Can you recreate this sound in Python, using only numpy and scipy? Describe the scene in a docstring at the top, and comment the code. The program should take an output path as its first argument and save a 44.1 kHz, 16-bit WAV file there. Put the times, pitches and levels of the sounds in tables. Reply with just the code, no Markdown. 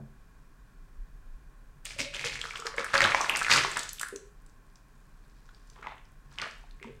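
"""Thick drink over crushed ice

In a quiet kitchen a thick drink is poured twice over crushed ice in a glass on a padded table.
Ice pieces clack as ringing pairs, crack in spits of bright noise and rattle as grains in resonators.
Trapped air glugs and gurgles; the glass and table knock dully, as damped sines.
Shaped noise makes the fan far off and the building's rumble; one mono microphone hears it with the room."""
import sys
import numpy as np
from scipy import signal
from scipy.fft import rfft, irfft
from scipy.io import wavfile

SR = 44100
rng = np.random.default_rng(int(sys.argv[2]) if len(sys.argv) > 2 else 0)


def wav_record(signal):
    """Record a signal, one row per channel, as 16-bit PCM in the file named by sys.argv[1]."""
    frames = np.transpose(np.atleast_2d(signal))
    bounded = np.clip(frames, -1, 1)
    # unit amplitude maps onto the largest positive 16-bit level
    quanta = np.round(bounded * 32767).astype(np.int16)
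    wavfile.write(sys.argv[1], SR, quanta)


N = 308679

# Room air with the fan's broad whines, relative power density: f/Hz, level/dB
AIR = [(88, -35), (150, -2.5), (201, -4.5), (302, -7.5), (346, -15), (381, -9), (540, -15.5), (948, -15.5),
       (1090, -6), (1170, -17), (1600, -11), (2230, -26), (2410, -18), (2650, -27.5), (15500, -43.5)]
AIR_DB = -64   # rms of the air at the microphone
# Rumble of the building: t/s, level/dB
RUMBLE = [(0, -50), (0.9, -53), (1.15, -44.5), (1.9, -51.5), (3.2, -54.5), (4.3, -55), (5.6, -53.5),
          (7.0, -51)]
# Jolts that make the table boom: t/s, level/dB
JOLTS = [(0, -54), (2.0, -52.5), (2.28, -49), (3.02, -47), (3.55, -44), (6.28, -63.5), (6.92, -53)]
BOOM_DB, BOOM_FALL_DB_PER_S = -65.5, 63.5   # low hum of the table at rest; how a jolt dies away
# Decay of the kitchen's reverberation: f/Hz, t60/s
ROOM = [(150, 0.056), (400, 0.43), (1000, 0.32), (2500, 0.49), (6000, 0.35), (9000, 0.42), (13000, 0.22)]
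ROOM_DB, ROOM_DELAY_S = -7.5, 0.002
KNOCK_ROOM_DB = 7   # the knocks and the hollow hum send this much more into the room

# Dull knocks of the glass and of the table under it: t/s, level/dB, f/Hz
KNOCKS = [(0.975, -34, 33.2), (1.995, -38.5, 566), (2.001, -41.5, 261), (2.244, -38.5, 485),
          (2.94, -30, 553), (3.003, -38.5, 92), (3.647, -38.5, 408), (4.125, -35, 406.4),
          (4.129, -50.5, 265), (6.813, -49, 397), (6.849, -45, 235), (6.87, -42.5, 425.5)]
# An earlier knock still dying at the start: f/Hz, level/dB, t60/s
EARLIER_KNOCK = [(136.6, -44.5, 0.34), (218.6, -50.5, 0.37), (383, -53, 0.081), (655, -45.5, 0.0078)]
KNOCK_T60_S, KNOCK_T60_SLOPE = 0.12, 0.42   # ring at 400 Hz; lower knocks ring longer by this power of pitch
# Hum of the air in the glass under the first pour: t/s, f/Hz, level/dB
HOLLOW = [(1.84, 620, -64), (1.95, 598, -82), (2.0, 571, -50.5), (2.12, 580.5, -56), (2.22, 593, -66),
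          (2.25, 460, -80), (2.56, 451, -77), (2.92, 530, -70), (3.0, 564.4, -41.5), (3.15, 571, -45),
          (3.25, 590, -89)]
HOLLOW_HALF_WIDTH_HZ = 18

# Air glugging out of the gaps: t/s, level/dB, f/Hz
GLUGS = [(1.962, -46, 570), (2.441, -43, 470), (2.592, -42, 450), (2.651, -34.5, 451), (2.74, -39.5, 530),
         (2.779, -29.5, 496), (2.788, -31, 527), (2.83, -40, 508), (5.79, -49, 419), (6.464, -38.5, 663),
         (6.892, -38.5, 425)]
GLUG_CYCLES = 18   # t60 of a glug, in cycles of its pitch
# Gurgles of the drink in a gap, sinking in pitch: t/s, length/s, first f/Hz, last f/Hz, level/dB
GURGLES = [(2.451, 0.3, 1407, 1210, -49.5), (3.161, 0.21, 900, 876, -45), (3.293, 0.14, 2750, 2447, -42),
           (4.013, 0.0697, 1700, 1472, -46), (6.82, 0.044, 2440, 2370, -63.5)]
GURGLE_HALF_WIDTH_HZ, GURGLE_FALL_DB_PER_S, PLOPS_PER_S = 150, 404, 500

# Stir of the stream under the slips, and the pitch around which the gaps favour sound as they fill:
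# t/s, rattle level/dB, crackle level/dB, reference f/Hz
STREAM = [(1.848, -73, -75, 2600), (2.12, -76, -67, 2740), (2.36, -44.5, -59, 2800),
          (2.46, -53.5, -51, 1550), (2.7, -62, -79, 1390), (2.9, -44, -54.5, 1730), (3.05, -46, -60, 1850),
          (3.2, -38.5, -44, 1205), (3.3, -40.5, -50.5, 1399), (3.4, -41.5, -46.5, 1810),
          (3.66, -36, -45.5, 1975), (3.8, -45.5, -49.5, 1628), (3.97, -67, -61, 2159),
          (4.2, -92.5, -103.5, 1394), (5.75, -75.5, -74, 1527), (5.95, -91.5, -100.5, 1290),
          (6.37, -71.5, -81.5, 1700), (6.44, -63, -66, 2073), (6.6, -68.5, -72.5, 1424),
          (6.8, -76, -93.5, 2600)]
# Slips of the heap of ice: t/s of full strength, rattle level/dB, crackle level/dB, hold/s
SLIDES = [(1.855, -47, -48, 0.0036), (1.901, -50, -48, 0.0075), (1.99, -35.5, -38.5, 0.0054),
          (2.14, -40, -50, 0.026), (2.192, -40, -48.5, 0.025), (2.25, -33, -39, 0.011),
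          (2.331, -57, -48.5, 0.017), (2.443, -69, -60, 0.086), (2.558, -55, -50, 0.022),
          (2.654, -49, -51, 0.011), (2.78, -37.5, -48, 0.015), (2.942, -24, -34.5, 0.0083),
          (3.013, -25, -42.5, 0.048), (3.104, -38, -43.5, 0.014), (3.305, -35, -67, 0.042),
          (3.506, -25, -29, 0.027), (3.556, -26, -34, 0.014), (3.761, -36.5, -59, 0.0089),
          (4, -49.5, -60, 0.018), (5.762, -57.5, -83.5, 0.02), (5.831, -47, -76, 0.062),
          (6.317, -63.5, -67, 0.041), (6.388, -39.5, -68, 0.005), (6.419, -38, -57, 0.015),
          (6.835, -57.5, -71.5, 0.028)]
SLIDE_RISE_DB_PER_S, RATTLE_FALL_DB_PER_S, CRACKLE_FALL_DB_PER_S = 1700, 203, 295.5
TOUCHES_PER_S, CRACKLES_PER_S = 3200, 1800
DULL_ABOVE_HZ = 3650   # wet pieces rattle little above this pitch

# Small cracks in the ice: t/s, reference level/dB (each part is set against it), f/Hz
CRACKS = [(1.8531, -19.5, 8750), (2.004, -13.5, 5300), (2.0144, -17.5, 5550), (2.145, -29.5, 7800),
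          (2.248, -19, 5350), (2.414, -27.5, 7300), (2.439, -39, 8400), (2.5995, -26.5, 7100),
          (2.6677, -13.5, 5180), (2.7643, -33.5, 8050), (2.845, -23, 8500), (2.9786, -5, 4370),
          (3.0178, -7, 4370), (3.212, -12.5, 5940), (3.295, -21.5, 12960), (3.36, -12, 5540),
          (3.3705, -14.5, 8700), (3.3912, -17.5, 8150), (3.4297, -20.5, 7850), (3.5051, -8, 4500),
          (3.5177, -12, 4430), (3.536, 0, 4470), (3.638, -17.5, 5730), (3.7153, -22, 7800),
          (3.7715, -17.5, 8400), (3.792, -14, 7500), (3.833, -21, 7040), (3.8914, -17.5, 6530),
          (3.931, -23.5, 12200), (3.996, -19.5, 8470), (4.013, -14.5, 9100), (4.0302, -20, 8500),
          (4.085, -26.5, 9400), (4.16, -22.5, 6170), (4.463, -43.5, 8250), (4.757, -38, 5380),
          (5.492, -44.5, 3500), (5.547, -39, 4540), (5.673, -52.5, 8100), (5.6995, -36, 6000),
          (6.053, -47, 5000), (6.326, -44, 5630), (6.3857, -26.5, 4950), (6.416, -17.5, 4800),
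          (6.5105, -32, 5100), (6.71, -38, 4000)]
CRACK_CYCLES = 7   # t60 of the ring, in cycles of its pitch
SNAP_DB, SNAP_HZ = -8, 10000   # the brightest edge of a crack, before its weight by pitch
# Ice pieces striking: t/s, reference level/dB (each part is set against it), f/Hz
CLACKS = [(1.8584, -27, 2800), (1.9072, -28.5, 2280), (2.003, -17, 2270), (2.0152, -25, 2350),
          (2.048, -26.5, 3450), (2.147, -21, 3050), (2.166, -24, 2940), (2.194, -23, 2380),
          (2.2425, -20.5, 1780), (2.356, -22.5, 1930), (2.4149, -18, 3080), (2.44, -23.5, 1610),
          (2.4536, -24, 1405), (2.5083, -23, 2320), (2.537, -31, 1340), (2.556, -25, 1440),
          (2.558, -22.5, 2970), (2.572, -28, 2330), (2.6223, -29, 1240), (2.6569, -27.5, 1340),
          (2.6673, -20.5, 1770), (2.674, -21, 1375), (2.7405, -30, 1720), (2.7822, -13.5, 1930),
          (2.796, -25.5, 1350), (2.814, -24.5, 2050), (2.825, -29, 1180), (2.844, -19.5, 1520),
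          (2.8647, -21.5, 1500), (2.9353, -17, 1440), (2.9397, -7.5, 1570), (2.953, -9, 1480),
          (3.006, -2.5, 1890), (3.018, -6.5, 1970), (3.0411, -8, 3320), (3.12, -11.5, 2030),
          (3.1459, -9.5, 930), (3.1474, -7, 1890), (3.207, -13.5, 1013), (3.2448, -15.5, 1710),
          (3.2956, -7, 2490), (3.352, -14, 2150), (3.4146, -14, 1390), (3.4199, -14, 1530),
          (3.4469, -14.5, 2410), (3.466, -15, 1840), (3.483, -14, 1540), (3.498, -10, 1620),
          (3.507, -16, 2640), (3.5158, -8.5, 2450), (3.522, -10.5, 2107), (3.5371, -13, 1563),
          (3.5781, -9, 2470), (3.635, -21, 3270), (3.6479, -14.5, 1034), (3.769, -16.5, 1560),
          (3.83, -28, 3300), (3.985, -32, 3170), (3.998, -27, 2900), (4.0118, -23, 1430),
          (4.032, -17, 1620), (5.49, -43, 1440), (5.793, -48, 897), (5.8266, -32.5, 1340),
          (5.829, -35.5, 1900), (5.844, -38, 1340), (5.8704, -24.5, 974), (5.8699, -26.5, 2060),
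          (5.921, -34, 834), (5.981, -44, 2940), (6.3856, -19.5, 2900), (6.3988, -23.5, 2080),
          (6.417, -22.5, 3120), (6.4256, -26.5, 1180), (6.457, -30, 1340), (6.639, -44.5, 826),
          (6.799, -44, 2010), (6.814, -48, 2250), (6.8279, -28.5, 2220), (6.8446, -35, 1000)]
TICK_UNDER_DB = 17   # the tick peaks this far under the reference level

MIC_PEAK_HZ, MIC_PEAK_WIDTH_HZ = 8250, 4730   # the capsule lifts a little here and falls above
CUTOFF_HZ = 16000


def from_db(db):
    """Level in dB to amplitude."""
    return 10 ** (np.asarray(db) / 20)


def rms_one(x):
    """Scales a signal to rms 1."""
    return x / np.sqrt(np.mean(x ** 2) + 1e-20)


def in_time(rows):
    """Draws each column after the first as a curve through the times in the first."""
    s, *columns = np.transpose(rows)
    return [np.interp(np.arange(N) / SR, s, c) for c in columns]


def at_hz(points, hz):
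    """Reads a table at a frequency, straight between points on a log frequency axis."""
    table_hz, values = np.transpose(points)
    return np.interp(np.log(hz), np.log(table_hz), values)


def band(x, low_hz, high_hz):
    """Passes what lies between two frequencies."""
    edges = [low_hz, min(high_hz, .45 * SR)]
    return signal.sosfilt(signal.butter(2, edges, "band", fs=SR, output="sos"), x)


def ring(x, hz, t60):
    """A unit click sets a damped sine of starting height 1 ringing."""
    r, w = from_db(-60 / (t60 * SR)), 2 * np.pi * hz / SR
    return signal.lfilter([0, np.sin(w)], [1, -2 * r * np.cos(w), r * r], x + 1e-18)


def add(out, s, sound):
    """Mixes a short sound in at a time."""
    i = max(round(s * SR), 0)
    out[i:i + len(sound)] += sound[:N - i]


def burst(hz, t60, rise_s):
    """A damped sine with a rounded start, peak 1."""
    t = np.arange(round(t60 * SR) + 16) / SR
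    rise = 1 - np.exp(-(t / rise_s) ** 2)
    wave = np.sin(2 * np.pi * hz * t) * from_db(-60 * t / t60) * rise
    return wave / np.abs(wave).max()


def swells(times, dbs, holds, rise_db_per_s, fall_db_per_s):
    """Power sum of envelopes that rise, hold and fall; as gain."""
    t = np.arange(0, N + 32, 32) / SR
    s, db, hold = (np.array(v)[:, None] for v in (times, dbs, np.maximum(holds, 0)))
    before, after = np.maximum(s - t, 0), np.maximum(t - s - hold, 0)
    shape_db = db - rise_db_per_s * before - fall_db_per_s * after
    gain = np.sqrt(np.sum(from_db(2 * shape_db), axis=0))
    return np.interp(np.arange(N) / SR, t, gain)


def narrow(hz, half_width_hz, per_s=SR):
    """Random kicks, so many a second, ring in a narrow band around a moving pitch; rms 1."""
    white = rng.standard_normal(N) + 1j * rng.standard_normal(N)
    kicks = white * (rng.random(N) < per_s / SR) + 1e-18
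    sway = signal.sosfilt(signal.butter(2, half_width_hz, fs=SR, output="sos"), kicks)
    carrier = np.exp(2j * np.pi * np.cumsum(hz) / SR)
    return rms_one((sway * carrier).real)


def grains(per_s, spread_db, pitches, cycles, gain):
    """Random touches of uneven size, dealt to short resonators; gain(hz) weighs each pitch; rms 1."""
    sizes = from_db(spread_db * np.minimum(rng.exponential(1, N), 3.2)) * rng.choice([-1, 1], N)
    born = rng.random(N) < per_s / SR
    dealt = rng.integers(0, len(pitches), N)
    out = 0
    for k, hz in enumerate(pitches):
        # wet contact swells over a cycle
        soft = ring(sizes * born * (dealt == k), hz, 2.3 / hz) * hz / 3000
        out = out + gain(hz) * ring(soft, hz, cycles / hz)
    return rms_one(out)


def background():
    """Smooth room air with a fan's broad whines, a low rumble, and the table's boom, all shaped noise."""
    hz = np.maximum(np.arange(N // 2 + 1) * SR / N, 1)
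    air = rms_one(irfft(rfft(rng.standard_normal(N)) * from_db(at_hz(AIR, hz)), N))
    white = rng.standard_normal((2, N))
    rumble_db, = in_time(RUMBLE)
    rumble = from_db(rumble_db) * rms_one(band(band(white[0], 20, 41.5), 15, 60))
    s, db = np.transpose(JOLTS)
    shaken = np.hypot(from_db(BOOM_DB), swells(s, db, 0 * s, 150, BOOM_FALL_DB_PER_S))
    table = rms_one(band(white[1], 85, 125)) + 1.2 * rms_one(ring(white[1], 139, 0.17))
    boom = shaken * rms_one(table)
    return from_db(AIR_DB) * air + rumble + boom


def kitchen(x):
    """A noise tail dying band by band; a band's energy grows with its pitch and decay time."""
    t, tail = np.arange(round(.7 * SR)) / SR, 0
    for low in 100 * 2 ** np.arange(0, 7.3, 1 / 6):
        t60 = at_hz(ROOM, low)
        noise = band(rng.standard_normal(len(t)), low / 2 ** (1 / 8), low * 2 ** (1 / 4))
        dying = noise * from_db(-60 * t / t60)
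        tail = tail + rms_one(dying) * np.sqrt(low * t60) * (t > ROOM_DELAY_S)
    unit_tail = tail / np.sqrt(np.sum(tail ** 2))
    return from_db(ROOM_DB) * signal.fftconvolve(x, unit_tail)[:N]


def knocks():
    """Each knock rings as a close pair of damped sines, the upper one weaker and shorter."""
    out = np.zeros(N)
    rows = [(s, db, hz, KNOCK_T60_S * (400 / hz) ** KNOCK_T60_SLOPE) for s, db, hz in KNOCKS]
    rows += [(0, db, hz, t60) for hz, db, t60 in EARLIER_KNOCK]
    for s, db, hz, t60 in rows:
        add(out, s, from_db(db) * burst(hz, t60, 0.87 / hz))
        add(out, s, from_db(db - 10.0) * burst(1.095 * hz, t60 / 2, 0.19 / hz))
    return out


def hollow():
    """Narrow noise around the pitch of the air space in the glass, stirred by the stream."""
    hz, db = in_time(HOLLOW)
    t = np.arange(N) / SR
    during = (t > HOLLOW[0][0]) * (t < HOLLOW[-1][0])
    return from_db(db) * narrow(hz, HOLLOW_HALF_WIDTH_HZ) * during


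def settling():
    """Faint stray ticks while the ice warms: sparse grains in high resonators."""
    ticks = grains(40, 4.5, np.geomspace(4000, 11000, 6), 4.0, lambda hz: 1)
    return from_db(-85.0) * ticks * (np.arange(N) > 4.2 * SR)


def glugs():
    """Each pocket of air rings low and briefly, as a damped sine."""
    out = np.zeros(N)
    for s, db, hz in GLUGS:
        add(out, s, from_db(db) * burst(hz, GLUG_CYCLES / hz, 1.8 / hz))
    return out


def gurgles():
    """Each gurgle is a run of small plops: it starts almost at once, holds while it sinks, and fades."""
    out = 0
    for s, length, first, last, db in GURGLES:
        hz, = in_time([(s, first), (s + length, last)])
        shape = swells([s], [db], [length], 10 * GURGLE_FALL_DB_PER_S, GURGLE_FALL_DB_PER_S)
        out = out + shape * narrow(hz, GURGLE_HALF_WIDTH_HZ, PLOPS_PER_S)
    return out


def rattle():
    """Many unseen touches between the pieces, and a fine crackle above them, as grains in resonators."""
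    stir_db, fizz_db, reference_hz = in_time(STREAM)
    s, slip_db, crackle_db, hold = np.transpose(SLIDES)

    def near(hz):
        """The gaps favour a pitch 0.24 octave under the reference: steep below it, a long skirt above."""
        octaves = np.log2(hz / reference_hz) + 0.24
        below_db = np.maximum(-30.0 * octaves ** 2, -26)
        skirt_db = np.where(octaves < 0, below_db, -4.5 * octaves)
        crest_db = 1.9 * np.exp(-(octaves / 0.16) ** 2)
        dull_db = 100.0 * max(np.log2(hz / DULL_ABOVE_HZ), 0)
        return from_db(skirt_db + crest_db - dull_db)

    body = grains(TOUCHES_PER_S, 5.13, np.geomspace(400, 4200, 20), 12.7, near)
    fine = grains(CRACKLES_PER_S, 3.5, np.geomspace(4300, 15000, 11), 5.3, lambda hz: (5000 / hz) ** 2.7)
    poured = np.arange(N) / SR > STREAM[0][0]
    slips = swells(s, slip_db, hold, SLIDE_RISE_DB_PER_S, RATTLE_FALL_DB_PER_S)
    crackles = swells(s, crackle_db, hold, SLIDE_RISE_DB_PER_S, CRACKLE_FALL_DB_PER_S)
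    loud = np.hypot(from_db(stir_db), slips)
    bright = np.hypot(from_db(fizz_db), crackles)
    return poured * (loud * body + bright * fine)


def cracks():
    """Tiny splits: a short high ring inside a spit of bright noise, with a brighter edge."""
    out, spit = np.zeros(N), rng.standard_normal((len(CRACKS), 400))
    t = np.arange(400) / SR
    fade = from_db(-60 * t / 0.011) * (1 - np.exp(-t / 0.0013))
    for (s, db, hz), noise in zip(CRACKS, spit):
        add(out, s, from_db(db - 11) * burst(hz, CRACK_CYCLES / hz, 0.0014))
        add(out, s, from_db(db - 3.5) * band(noise * fade, 0.44 * hz, 1.253 * hz))
        # higher cracks have the stronger edge
        edge = (hz / SNAP_HZ) ** 2 * band(noise * fade, SNAP_HZ, 14000)
        add(out, s, from_db(db + SNAP_DB) * edge)
    return out


def clacks():
    """Each blow rings at the pitch of the piece and of a close neighbour, with a broad wet tick as its edge."""
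    out, chance = np.zeros(N), rng.random((len(CLACKS), 2))
    spit = rng.standard_normal((len(CLACKS), 300))
    for (s, db, hz), (close, ring_on), noise in zip(CLACKS, chance, spit):
        t60 = (4.5 + 7.0 * ring_on) / hz
        cycles = np.arange(300) * hz / SR
        fade = from_db(-12 * cycles) * (1 - np.exp(-cycles))
        tick = band(noise * fade, .7 * hz, 2.6 * hz)
        neighbour = burst(hz * (0.82 + 0.4 * close), 2.3 * t60, 6.1 / hz)
        add(out, s, from_db(db - 2.0) * burst(hz, t60, 0.9 / hz))
        add(out, s, from_db(db - TICK_UNDER_DB) * tick / np.abs(tick).max())
        add(out, s + 0.00092, from_db(db - 14.0) * neighbour)   # answers just after
    return out


def scene():
    """Sums the direct sound, the room's answer and the background, alike in both channels."""
    thuds = knocks() + hollow()
    ice = settling() + glugs() + gurgles() + rattle() + cracks() + clacks()
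    room = kitchen(ice + from_db(KNOCK_ROOM_DB) * thuds)
    mono = background() + room + thuds + ice
    return np.array([mono, mono])


def record(dry):
    """A resonant capsule that falls off above its peak, amplifier hiss, and a steep cut of the top."""
    r, w = np.exp(-np.pi * MIC_PEAK_WIDTH_HZ / SR), 2 * np.pi * MIC_PEAK_HZ / SR
    poles = [1, -2 * r * np.cos(w), r * r]
    capsule = signal.lfilter([sum(poles)], poles, dry)
    hiss = from_db(-77.5) * rng.standard_normal(N)
    return signal.sosfilt(signal.ellip(12, .5, 90, CUTOFF_HZ, fs=SR, output="sos"), capsule + hiss)


dry = scene()
out = record(dry)
wav_record(out)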